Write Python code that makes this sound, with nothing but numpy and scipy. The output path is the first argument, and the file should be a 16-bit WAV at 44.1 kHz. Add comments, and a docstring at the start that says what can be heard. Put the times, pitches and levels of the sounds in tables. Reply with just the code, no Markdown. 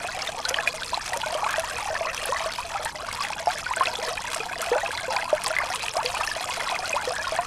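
"""Bubbles gurgle, plop and tinkle where a small stream drops over icy rocks into a pool, close up, mono.
Each bubble is a damped sine whose pitch can climb; big ones gurgle, small ones tinkle.
Drops ring for a cycle or two; spray and slaps on stone are short bursts of coloured noise.
Noise also makes the foam's rush, the fine mist and the low rumble of the plunge.
A hollow between the rocks resonates, and the stones return a faint, changing echo."""
import sys
import numpy as np
from scipy import signal
from scipy.fft import rfft, irfft, next_fast_len
from scipy.io import wavfile
from scipy.ndimage import map_coordinates

SR = 44100
rng = np.random.default_rng(int(sys.argv[2]) if len(sys.argv) > 2 else 0)


def inscribe(sig):
    """Save sig as 16-bit PCM at rate SR to the path in sys.argv[1].

    A 1-D sig is mono; a 2-D sig holds one channel per row.
    Samples are clipped to [-1, 1] before scaling.
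    """
    pcm = np.round(np.clip(np.atleast_2d(sig).T, -1, 1) * 32767)
    wavfile.write(sys.argv[1], SR, pcm.astype(np.int16))


N = 328986
TOP_HZ = 16300

# loudest bubbles: start_s, pitch_hz, level_db, life_cycles, rise_share_per_life
NEAR_BUBBLES = [(0.0465, 680, -23.5, 12, 0.071), (0.0854, 1410, -23.5, 15, 0.04),
                (0.118, 2031, -24, 6.7, 0.02), (0.2716, 1980, -19.5, 7, 0.01),
                (0.276, 3620, -17.5, 14, 0.0), (0.29, 623, -26, 13, 0.086), (0.346, 740, -25, 6.5, 0),
                (0.373, 913, -24, 11, 0.012), (0.454, 1430, -21, 15, 0.053), (0.5077, 502, -22, 9.1, 0.075),
                (0.543, 3000, -7.5, 5.3, 0.024), (0.544, 1770, -13.5, 4, 0.035),
                (0.561, 1080, -24, 20, 0.11), (0.568, 625, -26, 9.4, 0.032),
                (0.5864, 1705, -11, 6.7, 0.0097), (0.596, 670, -25, 9, 0.018), (0.674, 690, -23, 6.5, 0.0),
                (0.6747, 2360, -8, 8, 0.03), (0.675, 1490, -20, 7, 0.31), (0.739, 627, -29, 11, 0.02),
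                (0.8208, 1450, -19.5, 8, 0.078), (0.932, 942, -16, 10.4, 0.099),
                (0.9442, 4050, -12.5, 7.5, 0.0), (0.975, 800, -15, 3.5, 0.062),
                (1.1214, 730, -24.5, 7.7, 0.0078), (1.1332, 1920, -15.5, 6, 0.0064),
                (1.1393, 917, -20, 17, 0.024), (1.162, 547, -24, 7, 0.012), (1.2324, 880, -19.5, 6, 0.11),
                (1.2362, 1416, -22.5, 20, 0.045), (1.261, 622, -22.5, 9.5, 0), (1.268, 860, -26, 11, 0.023),
                (1.3249, 680, -23, 8.8, 0.037), (1.342, 3120, -18.5, 6.7, 0.0),
                (1.3504, 599, -17.5, 10.4, 0.038), (1.393, 900, -24, 9.3, 0.1), (1.423, 980, -22, 7, 0.0),
                (1.431, 809, -15.5, 11.4, 0.047), (1.4637, 1030, -12.5, 8, 0.11),
                (1.464, 900, -23, 10, 0.02), (1.4917, 1510, -18, 12, 0.09), (1.492, 1007, -25, 18.6, 0.14),
                (1.525, 1025, -28, 13, 0.23), (1.5407, 1620, -10.5, 3.1, 0.0), (1.56, 1850, -25, 12, 0.064),
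                (1.5809, 647, -15, 10, 0.0069), (1.6382, 906, -21.5, 10.5, 0.11),
                (1.71, 1540, -21.5, 9, 0.023), (1.9028, 623, -22.0, 12, 0.032),
                (1.956, 676, -27, 6, 0.0059), (1.9645, 1660, -14.5, 3.7, 0.017),
                (2.0092, 658, -16, 7.4, 0.0), (2.0532, 1000, -18.5, 7.3, 0.037),
                (2.061, 598, -25, 13, 0.075), (2.177, 2700, -18.5, 8.5, 0), (2.2903, 481, -22.5, 11, 0.21),
                (2.323, 960, -13.5, 9.1, 0.097), (2.3463, 1064, -24, 19, 0.084),
                (2.361, 1900, -20, 15, 0.065), (2.443, 1080, -22.5, 7.9, 0.031),
                (2.4596, 638, -18, 9.3, 0.011), (2.5853, 945, -19.5, 10, 0.032),
                (2.7483, 799, -20.5, 12, 0), (2.758, 1260, -19, 8.5, 0.043),
                (2.858, 878, -18.5, 9.1, 0.036), (2.859, 1800, -19.5, 5, 0), (3.031, 675, -29, 13, 0.02),
                (3.0864, 1140, -18, 5.5, 0.0), (3.206, 1117, -17, 11, 0.024),
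                (3.223, 4800, -15.5, 9.2, 0.053), (3.25, 1950, -16.5, 4.4, 0.016),
                (3.303, 856, -19.5, 8.2, 0.0096), (3.331, 2340, -18.5, 5.4, 0.096),
                (3.4718, 822, -14.5, 11.3, 0.035), (3.4718, 699, -12, 11.6, 0.028),
                (3.664, 1477, -18, 9, 0.0), (3.7092, 902, -16.5, 10.5, 0.2),
                (3.7368, 2220, -13.5, 3, 0.021), (3.769, 654, -23, 8.4, 0.02),
                (3.7691, 1470, -16.5, 7.4, 0.034), (3.8093, 1058, -7.0, 11.7, 0.0065),
                (3.827, 1116, -17.5, 9.3, 0.23), (3.8713, 2620, -11, 5.9, 0.019),
                (3.8735, 633, -23, 13, 0.0), (3.987, 450, -24, 6.3, 0.11), (4.025, 625, -22, 12, 0.033),
                (4.037, 900, -21, 7.2, 0.065), (4.08, 474, -24, 5.2, 0), (4.1754, 2410, -18.5, 7, 0.01),
                (4.4018, 453, -23.5, 4.9, 0), (4.403, 2470, -22, 14, 0.0), (4.512, 705, -24.5, 6.7, 0.041),
                (4.625, 1200, -21.5, 11, 0.22), (4.6698, 678, -23.5, 12, 0.0084),
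                (4.7163, 468.5, -12, 13, 0.068), (4.7248, 1710, -22.5, 12, 0.049),
                (4.726, 925, -22.5, 19, 0.048), (4.7517, 1430, -23, 14, 0.045), (4.7525, 800, -24, 14, 0.2),
                (4.7587, 606, -12, 6.4, 0.023), (4.7682, 796, -23, 15.5, 0.084), (4.783, 1490, -17.5, 9, 0),
                (4.816, 1850, -24, 16, 0.05), (4.832, 780, -19, 11, 0.024), (4.8611, 2580, -16.5, 11, 0.0),
                (4.9073, 1600, -20, 8.9, 0.041), (4.979, 1934, -18, 5.8, 0.048),
                (5.0808, 512, -20.5, 10, 0.027), (5.1046, 883, -21.0, 9.9, 0.01),
                (5.1453, 765, -25, 19.5, 0.12), (5.162, 1000, -17, 10, 0.01),
                (5.1646, 4700, -8.5, 2.6, 0.0), (5.167, 2250, -10.5, 4, 0.05), (5.174, 673, -22, 6.6, 0.21),
                (5.188, 1570, -22, 15, 0.055), (5.224, 2000, -16, 5.1, 0.0084),
                (5.254, 989, -23, 7.6, 0.0085), (5.278, 963, -23, 11, 0.22), (5.3289, 612, -6.5, 6.4, 0.0),
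                (5.365, 1284, -25.5, 13, 0.15), (5.465, 1004, -19.5, 9.7, 0.03),
                (5.5063, 1410, -17, 7, 0.0), (5.537, 1530, -20, 7, 0.018), (5.5655, 2020, -9.5, 7.5, 0.0),
                (5.5863, 2050, -9, 6.8, 0.01), (5.6025, 1077, -19, 11, 0.15),
                (5.6154, 1336, -19.5, 8.4, 0.33), (5.6355, 700, -21, 5.6, 0.0),
                (5.702, 723, -20.5, 10, 0.03), (5.738, 1010, -24, 14, 0), (5.837, 826, -22, 7.8, 0.15),
                (5.883, 2530, -8, 2.6, 0.09), (5.9547, 1037, -21.0, 8.2, 0.11),
                (5.9665, 622, -14, 10.5, 0.25), (5.969, 5270, -11, 3, 0.0), (5.9802, 1140, -23, 10, 0.12),
                (5.9867, 867, -19, 14.5, 0.031), (6.01, 990, -17, 4.8, 0.21),
                (6.0454, 483, -23.5, 12.5, 0.037), (6.06, 4630, -10, 5.8, 0),
                (6.1423, 955, -19.5, 7.1, 0.062), (6.1713, 2680, -19.5, 9, 0.083),
                (6.2085, 890, -20, 12, 0.071), (6.2082, 1210, -22, 10, 0.043),
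                (6.234, 2600, -19.5, 22, 0.052), (6.274, 5190, -14, 5.3, 0.06),
                (6.276, 1760, -16, 6.4, 0.014), (6.3139, 1690, -19, 11, 0.02),
                (6.3163, 4770, -20, 13, 0.02), (6.44, 1150, -19, 5.3, 0.052),
                (6.4971, 920, -19.5, 7.7, 0.12), (6.6732, 1083, -18, 8.6, 0.014),
                (6.7615, 2020, -14.5, 5, 0.071), (6.7923, 727, -22, 9.2, 0.021),
                (6.8418, 1390, -24, 22, 0.066), (6.895, 6200, -13.5, 5.9, 0.0065),
                (6.9297, 2500, -15, 10, 0.0), (6.9397, 564, -20, 8.7, 0.043),
                (6.9626, 884, -14.5, 9.2, 0.2), (6.98, 1300, -20, 12, 0.08), (6.995, 2080, -29, 11, 0.01),
                (7.0736, 505, -21.5, 11, 0.0), (7.1184, 616, -23.5, 11, 0.27),
                (7.163, 1404, -21.5, 10, 0.3), (7.1938, 1650, -22, 21, 0.038),
                (7.2427, 1440, -20.5, 12, 0.0), (7.27, 1073, -18.5, 11.6, 0.0),
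                (7.282, 1360, -22, 6, 0.00024), (7.3215, 643, -18, 10.3, 0), (7.364, 1700, -22, 15, 0.05),
                (7.3868, 692, -13.5, 11.3, 0.017), (7.3876, 980, -14, 7, 0.021)]


def amp(db):
    """Decibels to gain."""
    return 10 ** (np.asarray(db) / 20)


def unit(x):
    """Scale x to rms 1."""
    return x / np.sqrt(np.mean(x ** 2) + 1e-20)


def along(points, hz):
    """Interpolate (Hz, value) points on a log-frequency axis."""
    point_hz, value = np.transpose(points)
    return np.interp(np.log(hz + 1), np.log(point_hz), value)


def wobble(knots_per_s):
    """Smooth random curve: a spline through Gaussian knots."""
    knots = rng.standard_normal(int(N * knots_per_s / SR) + 4)
    return map_coordinates(knots, [np.arange(N) * knots_per_s / SR])


def filtered(x, response):
    """Multiply the spectrum of x by response(hz)."""
    size = next_fast_len(N + SR // 4)
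    hz = np.fft.rfftfreq(size, 1 / SR)
    return irfft(rfft(x, size) * response(hz), size)[:N]


def noise(spectrum):
    """Gaussian noise of rms 1, coloured by (Hz, dB) points."""
    white = rng.standard_normal(N)
    return unit(filtered(white, lambda hz: amp(along(spectrum, hz))))


def draw_times(when, surge):
    """Map uniform draws to samples, more densely where the water surges."""
    births = np.cumsum(surge)
    return np.searchsorted(births, when * births[-1])


def ring(start_s, hz, gain, cycles, rise):
    """Sum of bubbles: damped sines whose pitch changes by the share rise per life."""
    pinch_per_cycle = 2.4
    length = (6 * cycles / hz * SR).astype(int) + 1
    k = np.repeat(np.arange(len(hz)), length)  # bubble index of each sample
    age = np.arange(len(k)) - (np.cumsum(length) - length)[k]
    turns = age * hz[k] / SR
    lives = turns / cycles[k]
    # the ring sets in as the neck of air pinches off
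    envelope = np.exp(-lives) * (1 - np.exp(-pinch_per_cycle * turns))
    phase = 2 * np.pi * turns * (1 + rise[k] * lives / 2)
    wave = gain[k] * envelope * np.sin(phase)
    return np.bincount((start_s * SR).astype(int)[k] + age, wave, N)[:N]


def plink(start_s, hz, db, cycles, rise):
    """Ringing bubbles, each with a short, higher snap as its neck closes."""
    snap_db, snap_ratio, snap_cycles = -15, 1.37, 1.8  # level and pitch against the bubble
    snap_life = np.full(len(start_s), snap_cycles)
    snap = ring(start_s, snap_ratio * hz, amp(db + snap_db), snap_life, rise)
    return snap + ring(start_s, hz, amp(db), cycles, rise)


def swarm(spectrum, surge, cycles, rise, spread_db, count):
    """Random bubbles of rms 1, dense in surges; cycles is the central life at the lowest pitch."""
    life_fall, rise_fall = 0.27, 1.04  # powers of pitch by which life and rise fall
    when, pitch, size, life, climb = rng.random((count, 5)).T
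    start_s = draw_times(when, surge) / SR
    low, high = spectrum[0][0], spectrum[-1][0]
    hz = low * (high / low) ** pitch
    lives = cycles * 2 ** (2 * life - 1) * (low / hz) ** life_fall
    # at the lowest pitch, climbs run from -0.5 to 1.5 times rise
    rises = rise * (low / hz) ** rise_fall * (2 * climb - 1 / 2)
    # most are faint; short, high ones need more height to carry the same energy
    gain = amp(along(spectrum, hz) + spread_db * size ** 3) * hz / np.sqrt(lives)
    return unit(ring(start_s, hz, gain, lives, rises))


def drift(rows):
    """Slow level drift: 0.66 of a curve's deviation from its mean, in dB."""
    s, level_db = np.transpose(rows)
    db = np.interp(np.arange(N) / SR, s, level_db)
    return 0.66 * (db - db.mean())


def churn_drift():
    """The pool's churning drifts slowly, and the fall sloshes irregularly: dB per sample."""
    # time_s, level_db (only the deviation is used)
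    churn = [(0.0, -33), (0.58, -35.5), (0.89, -37), (1.45, -32), (1.78, -32.5), (2.26, -31.5),
             (2.62, -34.5), (2.89, -35.5), (3.7, -37), (3.86, -30), (4.28, -36.5), (4.82, -32.5),
             (6.75, -32), (7.46, -36)]
    slosh_knots_per_s, slosh_db = 10, 1
    return drift(churn) + slosh_db * wobble(slosh_knots_per_s)


def spray_drift():
    """The spray drifts slowly, and sloshes irregularly with a random curve of its own: dB per sample."""
    # time_s, level_db (only the deviation is used)
    spray = [(0.0, -42), (2.41, -36), (3.07, -43), (3.35, -40), (4.17, -38.5), (4.62, -39), (5.09, -35.5),
             (5.53, -44.5), (5.77, -36.5), (6.54, -36.5), (7.46, -36.5)]
    slosh_knots_per_s, slosh_db = 10, 1.75
    return drift(spray) + slosh_db * wobble(slosh_knots_per_s)


def splashes():
    """Handfuls of spray slap onto the stones: a quick lift that sinks back, dB per sample."""
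    # peak_s, spatter_lift_db
    handfuls = [(0.23, 5), (0.5, 10), (0.69, 4), (1.17, 5), (1.445, 12), (1.58, 12), (2.85, 7), (3.145, 7),
                (3.25, 10), (3.33, 7), (3.765, 5), (4.34, 7), (4.63, 10), (5.455, 9), (5.79, 7), (5.97, 6),
                (6.25, 6), (6.44, 7)]
    rise_s, fall_s = 0.037, 0.032
    s, lift_db = np.transpose(handfuls)
    kicks = np.bincount((s * SR).astype(int), lift_db, N)[:N]
    t = np.arange(-(SR // 4), SR // 4 + 1) / SR
    swell = np.exp(-np.abs(t) / np.where(t < 0, rise_s, fall_s))
    return signal.fftconvolve(kicks, swell, mode="same")


def rumble():
    """The plunge rumbles as steady low noise of rms 1."""
    # freq_hz, density_db
    spectrum = [(10, -1.5), (25, -1.5), (50, -0.5), (100, -1.5), (160, -6), (260, -10.5), (400, -13.5),
                (900, -44), (3000, -74)]
    return noise(spectrum)


def mist():
    """The finest spray hisses evenly: bright noise of rms 1."""
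    # freq_hz, density_db
    spectrum = [(2500, -7), (5000, 0), (9500, -4.5), (12000, -10), (15000, -19)]
    return noise(spectrum)


def foam(surge):
    """Countless farther bubbles merge into a surging, fluttering noise of rms 1."""
    # freq_hz, density_db
    spectrum = [(250, -16), (420, -17), (650, -0.5), (1050, 7.5), (2400, -6.5), (3300, -17), (5200, -18),
                (7000, -20.5), (9500, -17), (12000, -33), (15000, -52)]
    return unit(noise(spectrum) * np.sqrt(surge) * amp(4.6 * wobble(120)))


def hollow(x):
    """The gap between the rocks resonates at one low pitch: a second-order band-pass."""
    # pitch_hz, width_hz, peak_gain
    resonance = (662, 40, 0.74)
    hz, width, gain = resonance
    return gain * filtered(x, lambda f: 1j * f * width / (hz ** 2 - f ** 2 + 1j * f * width))


def spatter(surge, life_s=0.001, wet=0.65, wet_life_s=0.0039, spread_db=19.0, count=1500):
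    """Drops burst on stone and water: a sharp noise tick and a brief wet sizzle, rms 1."""
    when, size = rng.random((count, 2)).T
    hits = np.bincount(draw_times(when, surge), amp(spread_db * size ** 3), N)
    t = np.arange(SR // 40) / SR
    burst = np.exp(-t / life_s) + wet * np.exp(-t / wet_life_s)
    # separate drops add in power
    power = np.abs(signal.fftconvolve(hits ** 2, burst ** 2)[:N])
    spectrum = [(400, -29), (1200, 0.0), (3000, 2.0), (5500, -6.5), (7000, -6.5),
                (9500, -8.0), (12000, -18.0), (15000, -21)]
    return unit(np.sqrt(power) * noise(spectrum))


def tinkle(surge):
    """Tiny bubbles left by falling droplets ring high and briefly."""
    # pitch_hz, relative_level_db
    spectrum = [(2200, 0.5), (3000, 0), (3800, -0.5), (5200, 2), (6800, -6), (9000, -5), (11000, -17),
                (12500, -21)]
    return swarm(spectrum, surge, cycles=4.2, rise=0.01, spread_db=19, count=9000)


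def gurgle(surge):
    """The crowd of middle-sized bubbles under the fall rings longer and mostly climbs."""
    # pitch_hz, relative_level_db
    spectrum = [(330, -17.5), (420, -22.5), (480, 1.5), (550, -10.5), (630, 7.5), (800, 2), (1050, 0.5),
                (1400, -2), (2400, -3.5), (3200, -15)]
    return swarm(spectrum, surge, cycles=10.5, rise=0.13, spread_db=13, count=3100)


def slaps(trim_db):
    """Water slaps flat on stone: bright noise cracks that decay with a life of a millisecond."""
    # start_s, level_db (before trim)
    cracks = [(0.2724, -25), (0.291, -33), (0.4952, -19), (0.674, -21), (1.173, -18.5), (1.216, -28),
              (1.508, -19), (1.596, -16), (2.1462, -22), (3.127, -24), (3.1535, -27), (3.585, -22),
              (4.617, -19), (5.586, -22.5), (6.054, -18), (6.248, -20), (6.281, -25)]
    # freq_hz, density_db
    spectrum = [(600, -3), (2500, 1.5), (10500, 0.5), (15000, -12)]
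    life_s = 0.001
    s, db = np.transpose(cracks)
    hits = np.bincount((s * SR).astype(int), amp(db + trim_db), N)[:N]
    fade = np.exp(-np.arange(SR // 40) / SR / life_s)
    return signal.fftconvolve(hits, fade)[:N] * noise(spectrum)


def near_drops(trim_db, count=3):
    """Heavy drops ring for a cycle or two; the droplets they throw up land just after."""
    # start_s, pitch_hz, level_db (before trim)
    drops = [(0.2197, 4800, -17), (0.2222, 5300, -14.5), (0.4526, 4150, -10), (0.4908, 5870, -8),
             (0.833, 3610, -15.5), (1.093, 8300, -22), (1.2162, 2980, -15), (1.4434, 2363, -16.5),
             (1.585, 5050, -28), (2.147, 5690, -17), (2.2572, 10000, -10.5), (2.8493, 8500, -12.5),
             (3.763, 7950, -13.5), (3.857, 3730, -12), (3.9548, 3440, -15.5), (4.3474, 8100, -12),
             (4.609, 4570, -21), (4.619, 8040, -17), (4.975, 3740, -16), (5.439, 9100, -13),
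             (5.4624, 4640, -9), (5.48, 8200, -12), (5.749, 9000, -15.5), (6.0616, 2700, -13),
             (6.444, 8100, -17), (6.6913, 3700, -14.5), (6.79, 4960, -16), (6.857, 4270, -17.5),
             (7.315, 5090, -21)]
    life_cycles, rise = 2.4, 0.0072
    rebound_db, rebound_s = -14.5, 0.0072  # level against the drop, latest landing

    def tick(start_s, pitch_hz, db):
        lives = np.full(len(start_s), life_cycles)
        rises = np.full(len(start_s), rise)
        return ring(start_s, pitch_hz, amp(db + trim_db), lives, rises)

    s, hz, db = np.transpose(drops)
    late, size = rng.random((len(s) * count, 2)).T
    droplet_s = np.repeat(s, count) + rebound_s * late
    droplet_hz = np.repeat(hz, count) * 2 ** (size - 1 / 4)
    droplets = tick(droplet_s, droplet_hz, np.repeat(db, count) + rebound_db)
    return tick(s, hz, db) + droplets


def wakes(scatter_db=3, rise=0.052, cycles=8.6, most_db=-14, count=2):
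    """Each big bubble sheds smaller ones, limited in strength; later ones tend to ring higher."""
    wake_db, wake_s, reach_octaves = -16.5, 0.045, 1.7
    s, hz, db, _, _ = np.repeat(NEAR_BUBBLES, count, axis=0).T
    late, size, loud = rng.random((len(s), 3)).T
    small_hz = np.minimum(hz * 2 ** (reach_octaves * (2 * late + size) / 3), TOP_HZ)
    small_db = np.minimum(db, most_db) + wake_db + scatter_db * (2 * loud - 1)
    return plink(s + wake_s * late, small_hz, small_db, np.full(len(s), cycles), rise * size)


def near_bubbles():
    """Single air pockets plop and plink; just under the surface they radiate little bass."""
    # freq_hz, gain_db
    surface = [(100, -12), (250, -5), (430, -0.5)]
    return filtered(plink(*np.transpose(NEAR_BUBBLES)), lambda hz: amp(along(surface, hz)))


def rocks(x, life_s=0.002, count=9):
    """Stones and waves scatter a short echo that changes as the surface moves."""
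    t = np.arange(SR // 32) / SR
    tails = rng.standard_normal((count, len(t))) * np.exp(-t / life_s) * (t > .001)
    tails /= np.linalg.norm(tails, axis=1, keepdims=True)
    # crossfade between sets of reflections at equal power
    shape = np.clip((count - 1) * (1 / 2 + wobble(10) / 4), 0, count - 1)
    shares = np.sqrt(np.maximum(1 - np.abs(shape - np.arange(count)[:, None]), 0))
    echo = signal.oaconvolve(x * shares, tails, axes=1).sum(axis=0)[:N]
    return filtered(echo, lambda hz: amp(along([(600, -8.5), (2500, 0.5)], hz)))


def scene():
    """Quick surges of the fall drive bubbles, spray and foam together."""
    churn_db, spray_db, splash_db = churn_drift(), spray_drift(), splashes()
    surge = amp(1.5 * wobble(28) + 2.2 * wobble(110))
    near = near_bubbles()
    # the foam follows 0.56 of the splash lift
    rush = amp(churn_db + 0.56 * splash_db - 45.0) * foam(surge)
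    hum = hollow(rush + amp(-24) * near)
    pool = amp(churn_db - 35.07) * gurgle(surge) + rush + hum
    spray = amp(spray_db - 41.0) * tinkle(surge)
    spray += amp(spray_db + splash_db - 43.5) * spatter(surge)
    spray += amp(-57) * mist()
    plunge = amp(-48.5) * rumble()
    impacts = near_drops(trim_db=4.0) + slaps(trim_db=-1.5)
    water = near + wakes() + impacts + pool + spray + plunge
    heard = water + amp(-10.0) * rocks(water)
    return np.array([heard, heard])


def record(dry):
    """The microphone softens the top treble; nothing passes from TOP_HZ up."""
    # freq_hz, gain_db
    microphone = [(9500, 0.5), (12000, 0.5), (14000, -4), (16000, -20)]
    response = lambda hz: amp(along(microphone, hz)) * (hz < TOP_HZ)
    return np.array([filtered(side, response) for side in dry])


dry = scene()
out = record(dry)
inscribe(out)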